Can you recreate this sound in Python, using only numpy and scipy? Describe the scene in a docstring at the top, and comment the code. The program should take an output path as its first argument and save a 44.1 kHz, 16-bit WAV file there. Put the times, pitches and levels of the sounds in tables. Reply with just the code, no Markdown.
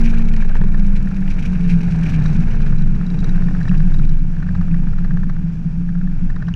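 """Drift car coasting, heard from its side

A camera is strapped to a car that rolls off throttle along a track, its revs sinking. Road and engine
force the resonances of a body panel, and the mount sways. Turbulent air hisses and rasps, and grit
crackles while the car is fast. A loose fitting chatters by friction in bouts, about sixteen times
a second, and small hard parts tick as impacts excite their modes."""
import sys
import numpy as np
from scipy import signal
from scipy.fft import rfft, irfft
from scipy.io import wavfile
from scipy.ndimage import uniform_filter1d

SR = 44100
rng = np.random.default_rng(int(sys.argv[2]) if len(sys.argv) > 2 else 0)


def wav_record(signal):
    """Record a signal, one row per channel, as 16-bit PCM in the file named by sys.argv[1]."""
    frames = np.transpose(np.atleast_2d(signal))
    bounded = np.clip(frames, -1, 1)
    # unit amplitude maps onto the largest positive 16-bit level
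    quanta = np.round(bounded * 32767).astype(np.int16)
    wavfile.write(sys.argv[1], SR, quanta)


N = 288855
TIME = np.arange(N) / SR

# Levels in the tables are relative; the functions apply further gains.
# body panel resonances (frequency [Hz], bandwidth [Hz], gain [dB])
PANEL_MODES = [(79, 54, -11.5), (146.3, 25, -7), (171.4, 37.4, 0), (228.2, 12, -16.5), (281.8, 28.6, -21),
               (337, 52, -33), (436, 22, -23), (493, 15, -34.5), (640, 160, -40.5)]
# panel boom, following the roughness of the road (time [s], level [dB])
BOOM_LEVEL = [(0, -23.5), (.35, -24.5), (.52, -28.5), (.8, -24.5), (1.4, -25), (1.65, -22), (2.05, -20.5),
              (2.35, -19), (2.55, -26), (2.7, -22), (3.7, -19.5), (4.1, -22.5), (4.25, -27.5), (4.5, -22),
              (5, -22.5), (5.4, -23.5), (5.9, -26), (6.55, -26.5)]
# hum of the panel's main mode, growing as the car slows (time [s], level [dB])
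HUM_LEVEL = [(0, -51.5), (4.3, -28.5), (4.5, -28.5), (5.3, -27), (5.55, -31.5), (5.74, -34.5), (5.9, -19.5),
             (6.55, -41)]
# bumps that swell the hum (time [s], level [dB], half length [s])
BUMPS = [(0.294, -26, 0.014), (0.617, -14.5, 0.0093), (0.667, -18, 0.0098), (1.887, -18, .02),
         (2.2, -23.5, 0.021), (2.305, -17.5, 0.032), (2.389, -12.5, 0.025), (2.735, -16, 0.015),
         (3.14, -17.5, 0.028), (3.32, -14, .019), (3.646, -19.5, .02), (3.718, -13, .02),
         (3.873, -17, .025), (4.5, -18, 0.029), (4.592, -16.5, 0.032), (4.735, -11.5, 0.016),
         (5.156, -15.5, 0.044), (5.451, -15, .019), (5.669, -11.5, 0.023), (5.801, -18.5, 0.04),
         (6.05, -13.5, 0.018), (6.235, -15.5, 0.014), (6.492, -17.5, 0.033)]
# shudders of a higher panel mode (time [s], level [dB], half length [s])
SHUDDERS = [(2.17, -34.5, 0.071), (4.22, -39, 0.028), (4.42, -42, 0.024), (4.84, -41.5, .05),
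            (5.82, -38.5, .03), (5.93, -39.5, .035), (6.1, -42, 0.076), (6.22, -40, 0.068)]
# sway of the mount (time [s], level [dB])
SWAY_LEVEL = [(0, -8), (.95, -8.5), (1.15, -21), (1.28, -11.5), (1.55, -19), (1.72, -11.5), (1.95, -22),
              (2.4, -12.5), (2.88, -8.5), (3.06, -20.5), (3.34, -9), (3.65, -18.5), (3.74, -9.5),
              (4.14, -7.5), (4.45, -20), (4.75, -12), (5.35, -15), (5.52, -25), (6.3, -12.5), (6.55, -34)]

# engine slowing on the overrun (time [s], crank speed [Hz])
CRANK_SPEED = [(0, 115.2), (.76, 101.7), (1.2, 95.6), (1.77, 85.78), (2.4, 75.6), (3.5, 57.93),
               (4.2, 47.28), (4.8, 38.44), (6.55, 29.04)]
# firing tone (time [s], level [dB])
FIRING_LEVEL = [(0, -21.5), (.28, -24.5), (.42, -29), (.54, -35), (.78, -24.5), (1.18, -19.5), (1.32, -28),
                (1.46, -28), (1.55, -21), (1.76, -14.5), (1.85, -22), (1.95, -18), (2.4, -21), (2.6, -27.5),
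                (2.8, -23.5), (4.1, -36), (4.5, -29), (5, -43)]
# other engine orders (multiple of crank speed [1], level [dB])
ORDERS = [(1, -26.5), (2.5, -30), (3, -20.5), (3.5, -35.5), (4, -28.5), (5, -21.5), (6, -28), (7, -20.5),
          (8, -34), (9, -29.5)]
# engine load, the strength of those orders (time [s], level [dB])
ENGINE_LOAD = [(0, 3.5), (.5, -0.5), (1, -4.5), (1.8, -2.5), (2.35, 0.5), (3, -3), (3.4, -3.5), (4, -5),
               (4.6, -13.5), (6.55, -15)]
# notched transmission path through the chassis (frequency [Hz], gain [dB])
CHASSIS_PATH = [(190, 0), (208, 6), (228, 5.5), (242, 7), (262, -2), (290, 3), (309, 9), (319, -8),
                (335, 4), (383, 8), (395, -8), (409, 6.5), (435, 2), (463, 7), (477, -7), (497, 7),
                (515, 7), (540, -2)]

# bouts of the loose fitting (first swing [s], last swing [s], level [dB], growth over the bout [dB])
BOUTS = [(.14, .197, -38, -2), (.425, .425, -34, 0), (.556, .617, -36, 0), (.746, .746, -33.5, 0),
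         (1.074, 1.116, -40, 0), (1.385, 1.558, -42.5, 3), (1.65, 1.736, -44, 3), (2.024, 2.2, -41, -1),
         (2.257, 2.257, -35, 0), (2.364, 2.728, -41.5, 10), (3.244, 3.244, -39, 0), (3.295, 3.614, -36, 3),
         (3.681, 3.803, -34, -3), (3.946, 3.997, -40, 1), (4.429, 4.614, -35.3, -0.5),
         (4.683, 4.745, -40.5, 8), (4.873, 4.935, -41, 0), (4.986, 5.298, -36, 2), (5.365, 5.365, -42, 0),
         (5.892, 6.076, -42, -1), (6.303, 6.486, -34.3, 4.5)]
# stray rebounds of the fitting (time [s], level [dB])
REBOUNDS = [(.368, -53), (.404, -41), (.449, -37), (.496, -37.5), (.516, -37), (.546, -42), (.569, -41),
            (.639, -42), (.826, -41), (3.013, -37.5), (3.655, -40), (3.715, -34), (3.731, -43), (3.92, -40),
            (4.094, -46), (4.368, -41), (4.403, -44), (4.468, -39.5)]
# friction spectrum of the fitting (frequency [Hz], gain [dB])
CHAFE_SPECTRUM = [(300, -11.5), (600, -6), (900, -7.5), (1100, -3), (1300, -2), (1550, 3.5), (1780, 4.5),
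                  (2000, -12.5), (2600, -24.5), (3800, -24), (6000, -30.5), (8000, -47), (12000, -62.5)]

# chassis rumble (time [s], level [dB])
RUMBLE_LEVEL = [(0, -26), (.3, -26.5), (.6, -22), (1.15, -27.5), (1.7, -24), (2.25, -20), (2.9, -26.5),
                (4.2, -29.5), (4.8, -26), (5.3, -29.5), (5.7, -30), (6.55, -27.5)]
# rolling noise (time [s], tyre roar level [dB], air hiss level [dB])
ROLLING_LEVELS = [(0, -42, -72), (.55, -46.5, -65.5), (1.2, -46.5, -61), (2.25, -41.5, -60.5),
                  (2.9, -47, -60.5), (3.3, -44.5, -57), (3.95, -48, -57), (4.15, -52, -62.5),
                  (4.7, -48, -60), (5.3, -51.5, -62), (5.802, -53, -62.5), (6.55, -52, -62.5)]
# spectra of chassis rumble, tyre roar and air hiss (frequency [Hz], gain [dB])
RUMBLE_SPECTRUM = [(22, -3.5), (32, 10), (45, 4.5), (60, -1.5), (100, -2), (130, -0.5), (200, -30),
                   (300, -45)]
ROAR_SPECTRUM = [(150, -8.5), (300, 6.5), (400, 7.5), (550, 1.5), (780, 2.5), (1150, -3.5), (1550, 3),
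                 (1800, -2), (2030, -7.5), (2350, -2.5), (2700, -7.5), (3200, -23.5), (5000, -48.5)]
HISS_SPECTRUM = [(1800, -15.5), (2700, 2), (3400, -0.5), (3850, -2), (4400, -2.5), (5000, -2), (5900, -0.5),
                 (6500, -8), (7300, -6), (8000, -16), (10000, -14.5), (13000, -25), (15500, -43)]

# crackle of fluttering air, dying away as the car slows (time [s], level [dB])
CRACKLE_LEVEL = [(0, -45), (.3, -57), (.7, -58), (1.2, -60.5), (1.6, -53.5), (2.2, -50), (2.5, -52.5),
                 (3, -64.5), (4, -62.5), (6.55, -88.5)]
# strongest rasps of air (time [s], level [dB], half length [s])
STRONG_RASPS = [(.061, -35.5, 0.004), (.075, -53, 0.0022), (.106, -35, 0.0049), (.133, -48, 0.0024),
                (.15, -40, 0.005), (.222, -45, 0.0033), (.289, -40.5, 0.0055), (.318, -48, 0.0037),
                (.34, -35.5, 0.0033), (.367, -36.5, 0.0047), (.415, -41, 0.016), (.495, -41, 0.004),
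                (.555, -42, 0.0033), (.569, -43, 0.0044), (.798, -39, 0.0022), (.966, -41, 0.015),
                (1.169, -41, 0.0063), (1.279, -40.5, 0.0057), (1.314, -38, 0.015), (1.394, -36.5, 0.0097),
                (1.429, -37, 0.0075), (1.458, -35, 0.0085), (1.708, -34.5, 0.016), (1.813, -41.5, 0.009),
                (1.833, -43, .005), (2.036, -37.5, 0.0085), (2.065, -39, 0.0097), (2.1, -36, 0.012),
                (2.148, -38.5, 0.011), (2.67, -42.5, 0.014)]
# spectra of coarse and fine eddies (frequency [Hz], gain [dB])
COARSE_SPECTRUM = [(500, -23), (1100, -34.5), (1600, 1), (2000, -1.5), (2350, 7), (2700, 0.5), (3200, -6.5),
                   (4500, -29.5), (7000, -36.5)]
FINE_SPECTRUM = [(2000, -25), (3300, -3.5), (3850, 8), (4400, 3.5), (5200, 2), (5800, 5.5), (6600, -2),
                 (8000, -7), (10500, -14.5), (12000, -22.5), (15500, -36)]

# jolts from bumps in the track (time [s], level [dB])
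KNOCKS = [(.448, -39.5), (.553, -28.5), (.612, -34.5), (.637, -36)]
# modes rung by the jolts (frequency [Hz], 60 dB decay time [s], level [dB])
KNOCK_MODES = [(262, 0.05, 7.5), (384, 0.072, 9), (454, 0.084, 3.5), (636, 0.048, 0), (890, 0.019, 13),
               (1070, 0.02, -5), (1530, .02, -10), (1760, 0.011, 3)]
# plastic clicks (time [s], level [dB], pitch [Hz])
CLICKS = [(3.693, -32.5, 2625), (3.749, -37.5, 2719), (4.0347, -38.5, 2400), (4.7138, -40, 2497),
          (6.4703, -46, 2900), (6.539, -30, 2910)]
# modes of the plastic (multiple of pitch [1], 60 dB decay time [s], level [dB])
CLICK_MODES = [(.9, 0.006, 5.5), (1, 0.01, 10.5), (1.12, 0.0071, -1), (2.15, .006, -7.5),
               (2.36, 0.0045, -11.5)]
# strongest ticks of a small metal part (time [s], level [dB])
TICKS = [(.648, -52), (2.26, -37), (2.3, -48), (2.783, -47.5), (2.819, -48.5), (2.951, -53), (3.065, -44),
         (3.102, -44), (3.143, -50), (3.189, -42.5), (3.203, -45), (3.243, -38), (3.292, -43), (3.437, -50),
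         (3.63, -46), (3.685, -43), (3.777, -47), (3.941, -42), (3.987, -47.5), (4.049, -50),
         (4.092, -45.5), (4.19, -55), (6.359, -57), (6.484, -56)]
# modes of the metal part (frequency [Hz], 60 dB decay time [s], level [dB])
TICK_MODES = [(3884, 0.03, -1), (4000, 0.0085, 7), (4850, 0.017, -2.5), (5760, 0.019, -2),
              (7200, 0.010, -14.5), (10100, 0.014, -21.5)]
# road grit against the housing (time [s], level [dB])
GRIT_LEVEL = [(0, -61), (.45, -61), (.7, -66), (1, -65), (1.3, -67.5), (2.5, -68), (3, -88)]
# spectrum of a speck's impact (frequency [Hz], gain [dB])
GRIT_SPECTRUM = [(1500, -9), (3500, 2), (6000, 1), (10000, -10), (13000, -18), (15500, -32.5)]


def panel_gain(hz):
    """Modal superposition: the panel's response is a sum of resonance peaks."""
    return sum(undb(db) / (1 + (2 * (hz - centre) / width) ** 2) for centre, width, db in PANEL_MODES)


def panel_boom(tyre_cutoff_hz=330, evenness=0.84):
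    """Forced vibration: road roughness, low-pass filtered by the tyres, drives the panel."""
    hz = np.arange(N // 2 + 1) * SR / N
    boom = unit(irfft(rfft(noise()) * panel_gain(hz) / (1 + (hz / tyre_cutoff_hz) ** 4), N))
    power = uniform_filter1d(uniform_filter1d(boom ** 2, size=1800), size=1800)
    boom = unit(boom / power ** (evenness / 2))  # quick beats stay, slow swells follow the road
    level_db, = curves(BOOM_LEVEL)
    return boom * undb(level_db)


def panel_hum(main_hz=175.2, upper_hz=275, throb_db=3):
    """Resonance: the panel's main mode hums and swells on bumps, and a higher mode shudders."""
    level_db, = curves(HUM_LEVEL)
    bumps = undb(-2) * swells(BUMPS)
    main = wavering_tone(main_hz, spread=0.032, rate_hz=30.6)
    throb = undb(level_db + throb_db * np.tanh(walk(38)))
    shudder = wavering_tone(upper_hz, spread=0.02, rate_hz=30) * swells(SHUDDERS)
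    return main * np.hypot(throb, bumps) + shudder


def engine(orders_db=-1.5, waver_db=1.5, throb_db=1.0, jitter=0.0022):
    """Harmonic excitation: four cylinders fire twice a turn; other orders cross modes and notches."""
    crank_hz, = curves(CRANK_SPEED)
    firing_db, = curves(FIRING_LEVEL)
    load_db, = curves(ENGINE_LOAD)
    crank_angle = 2 * np.pi * np.cumsum(crank_hz * (1 + jitter * walk(41))) / SR
    ragged = 0.27 * (62 / crank_hz) ** 2  # clean at high revs, burbling at low

    def burble(phase):
        """Random modulation of amplitude and phase broadens one order."""
        in_phase = (1 + ragged * walk(30)) * np.sin(phase)
        quadrature = ragged * walk(30) * np.cos(phase)
        return (in_phase + quadrature) / np.sqrt(1 + 2 * ragged ** 2)

    orders = 0
    for multiple, db in ORDERS:
        hz = multiple * crank_hz
        path = panel_gain(hz) * undb(np.interp(hz, *np.transpose(CHASSIS_PATH)))
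        strength = undb(db + waver_db * walk(3))
        orders += path * strength * burble(multiple * crank_angle + rng.uniform(0, 2 * np.pi))
    firing = undb(firing_db + throb_db * walk(25)) * burble(2 * crank_angle)
    return np.sqrt(2) * (firing + undb(load_db + orders_db) * orders)


def mount_sway(natural_hz=19.7):
    """Mass on a spring: the camera sways near the natural frequency of its mount."""
    level_db, = curves(SWAY_LEVEL)
    return wavering_tone(natural_hz, spread=0.046, rate_hz=12.6) * undb(level_db)


def swings(period_s=0.062, mid_dip_db=0.5):
    """Periodic motion: the fitting swings evenly through each bout; rows (time [s], level [dB])."""
    rows = []
    for first, last, db, growth_db in BOUTS:
        progress = np.linspace(0, 1, 1 + round((last - first) / period_s))
        levels_db = db + growth_db * (progress - 0.5) - mid_dip_db * np.sin(np.pi * progress)
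        rows.extend(zip(first + progress * (last - first), levels_db))
    return rows


def chafe(contacts, gain_db, rise_s, fall_s):
    """Sliding friction: noise follows the brief pulse of pressure at each contact."""
    pressure = np.zeros(N)
    for s, db in contacts:
        near = slice(max(int((s - 0.04) * SR), 0), int((s + 0.04) * SR))
        t = TIME[near] - s
        pressure[near] += undb(db) * np.exp(-np.abs(t / np.where(t < 0, rise_s, fall_s)))
    friction = colour(noise(), CHAFE_SPECTRUM)
    friction = unit(friction / np.sqrt(uniform_filter1d(friction ** 2, size=300)))  # flat envelope
    return friction * pressure * undb(gain_db)


def loose_fitting(faint_per_s=36, scatter_db=4.0):
    """Intermittent contact: the fitting chafes on each swing and rebounds at random."""
    roar_times, roar_db, _ = np.transpose(ROLLING_LEVELS)
    when, size = rng.random((int(faint_per_s * TIME[-1]), 2)).T
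    times = when * TIME[-1]
    faint_db = np.interp(times, roar_times, roar_db) - 6.5 + scatter_db * (2 * size - 1)
    rebounds = REBOUNDS + list(zip(times, faint_db))
    chatter = chafe(swings(), gain_db=4, rise_s=0.003, fall_s=0.0038)
    return chatter + chafe(rebounds, gain_db=3.5, rise_s=0.002, fall_s=0.0034)


def rolling_noise(flutter_db=1.0, grain_db=2.5):
    """Broadband noise: the chassis rumbles; turbulence modulates tyre roar and air hiss together."""
    rumble_db, = curves(RUMBLE_LEVEL)
    roar_db, hiss_db = curves(ROLLING_LEVELS)
    gust_db = flutter_db * walk(94)
    rumble = colour(noise(), RUMBLE_SPECTRUM) * undb(rumble_db)
    grain = noise() * undb(grain_db * walk(500))
    roar = colour(grain, ROAR_SPECTRUM) * undb(roar_db + 3 + gust_db)
    hiss = colour(noise(), HISS_SPECTRUM) * undb(hiss_db + 0.86 * gust_db)
    return rumble + roar + hiss


def air_rasps(weak_per_s=15, half_length_s=0.013, grain_db=3, spit_db=8, patchy_db=7):
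    """Flow separation: eddies tear off the housing in crackling bursts, some strong and many weak."""
    crackle_db, = curves(CRACKLE_LEVEL)
    crackle = undb(crackle_db) * unit(undb(patchy_db * np.tanh(walk(230))))
    coarse = colour(noise() * undb(grain_db * walk(900)), COARSE_SPECTRUM)
    fine = colour(noise() * undb(spit_db * np.tanh(walk(1400))), FINE_SPECTRUM)
    weak = []
    for s in np.arange(0, TIME[-1], 1 / weak_per_s):
        delay_s = rng.random() / weak_per_s
        db = np.interp(s, TIME, crackle_db) + rng.uniform(4, 10)
        weak.append((s + delay_s, db, half_length_s))
    bursts = swells(STRONG_RASPS + weak, skew=0.18)
    return coarse * np.hypot(crackle, bursts) + fine * np.hypot(crackle * undb(-4), bursts * undb(-11))


def track_knocks():
    """Shock excitation: bumps in the track give noisy jolts that ring low modes."""
    return strikes(KNOCKS, KNOCK_MODES, detune=0.068, crack_gain=8.5, crack_hz=3500)


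def plastic_clicks(gain_db=-2):
    """Heavy damping: struck plastic rings for milliseconds, each click at its own pitch."""
    clicks = np.zeros(N)
    for s, db, pitch_hz in CLICKS:
        modes = [(pitch_hz * multiple, t60, mode_db) for multiple, t60, mode_db in CLICK_MODES]
        clicks += strikes([(s, db)], modes, detune=0.0082, crack_gain=0.78, crack_hz=6000)
    return undb(gain_db) * clicks


def metal_ticks(nudge_db=-27):
    """Free vibration: a small metal part rings when struck, and faintly at each swing of the fitting."""
    ticks = strikes(TICKS, TICK_MODES, detune=0.01, crack_gain=4.0, crack_hz=6300)
    nudges = [(s, db + nudge_db) for s, db in swings()]
    return ticks + strikes(nudges, TICK_MODES, detune=0.004, crack_gain=1.2, crack_hz=6300)


def road_grit(specks_per_s=110, scatter_db=6.5):
    """Shot noise: specks of grit tap the housing at random, each a single dry click."""
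    level_db, = curves(GRIT_LEVEL)
    specks = (rng.random(N) < specks_per_s / SR) * undb(scatter_db * np.clip(noise(), -2, 2))
    return colour(specks, GRIT_SPECTRUM) * undb(level_db)


def strikes(contacts, modes, detune, crack_gain, crack_hz):
    """Impulse response: each contact gives a crack of noise and exponentially decaying modes."""
    out, t = np.zeros(N + 4096), np.arange(2048) / SR
    hz, t60, db = np.transpose(modes)
    decay = np.exp(-np.log(1000) * t[:, None] / t60)
    lowpass = signal.butter(4, crack_hz, fs=SR, output="sos")
    for s, level_db in contacts:
        strength, mistune, phase = rng.standard_normal((3, len(modes)))
        partials = np.sin(2 * np.pi * t[:, None] * hz * (1 + detune * mistune) + phase)
        ring = (undb(db + 2 * strength) * partials * decay).sum(axis=1)
        crack = crack_gain * signal.sosfilt(lowpass, rng.standard_normal(len(t))) * np.exp(-t / 0.0011)
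        hit = (ring + crack) * (1 - np.exp(-t / 0.0022))
        onset_rms = np.sqrt(np.mean(hit[:128] ** 2))
        start = int(s * SR)
        out[start:start + len(t)] += undb(level_db) * hit / onset_rms
    return out[:N]


def swells(rows, skew=0):
    """Incoherent addition: the amplitude of bell-shaped swells summed in power."""
    power = np.zeros(N)
    for s, db, half_length_s in rows:
        near = slice(max(int((s - 0.1) * SR), 0), int((s + 0.1) * SR))
        offset = (TIME[near] - s) / half_length_s + skew
        width = 1 + skew * np.sign(offset)  # skew shortens the rise and lengthens the fall
        power[near] += (undb(db) * np.exp(-(offset / width) ** 2)) ** 2
    return np.sqrt(power)


def wavering_tone(centre_hz, spread, rate_hz):
    """Frequency modulation: a sine of rms 1 wanders about its centre."""
    hz = centre_hz * (1 + spread * walk(rate_hz))
    return np.sqrt(2) * np.sin(2 * np.pi * np.cumsum(hz) / SR)


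def colour(x, spectrum):
    """Linear filtering by an outline (frequency [Hz], gain [dB]), scaled to rms 1."""
    hz, db = np.transpose(spectrum)
    f = np.arange(N // 2 + 1) * SR / N
    gain = undb(np.interp(np.log(f + 1), np.log(hz), db))
    in_band = (f > hz[0] / 2) & (f < 2 * hz[-1])
    return unit(irfft(rfft(x) * gain * in_band, N))


def walk(rate_hz):
    """Moving averages smooth noise into a wander of rms 1."""
    window = int(SR / rate_hz)
    return unit(uniform_filter1d(uniform_filter1d(noise(), window), window))


def noise():
    """Gaussian white noise."""
    return rng.standard_normal(N)


def curves(rows):
    """Linear interpolation of each column over time, a value per sample."""
    times, *columns = np.transpose(rows)
    return [np.interp(TIME, times, column) for column in columns]


def unit(x):
    """Normalisation to rms 1."""
    return x / np.sqrt(np.mean(x ** 2))


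def undb(db):
    """Decibels to amplitude ratio."""
    return 10 ** (np.asarray(db) / 20)


def scene():
    """Superposition: all sources reach one microphone, mostly through its mount."""
    vibration = engine() + panel_boom() + panel_hum() + mount_sway()
    rush = rolling_noise() + air_rasps() + road_grit()
    contacts = loose_fitting() + track_knocks() + plastic_clicks() + metal_ticks()
    return (vibration + rush + contacts)[None]


def record(dry, cutoff_hz=15700):
    """Band limiting: the camera cuts the highest treble."""
    return signal.sosfilt(signal.ellip(8, 0.2, 70, cutoff_hz, fs=SR, output="sos"), dry)


dry = scene()
out = record(dry)
wav_record(out)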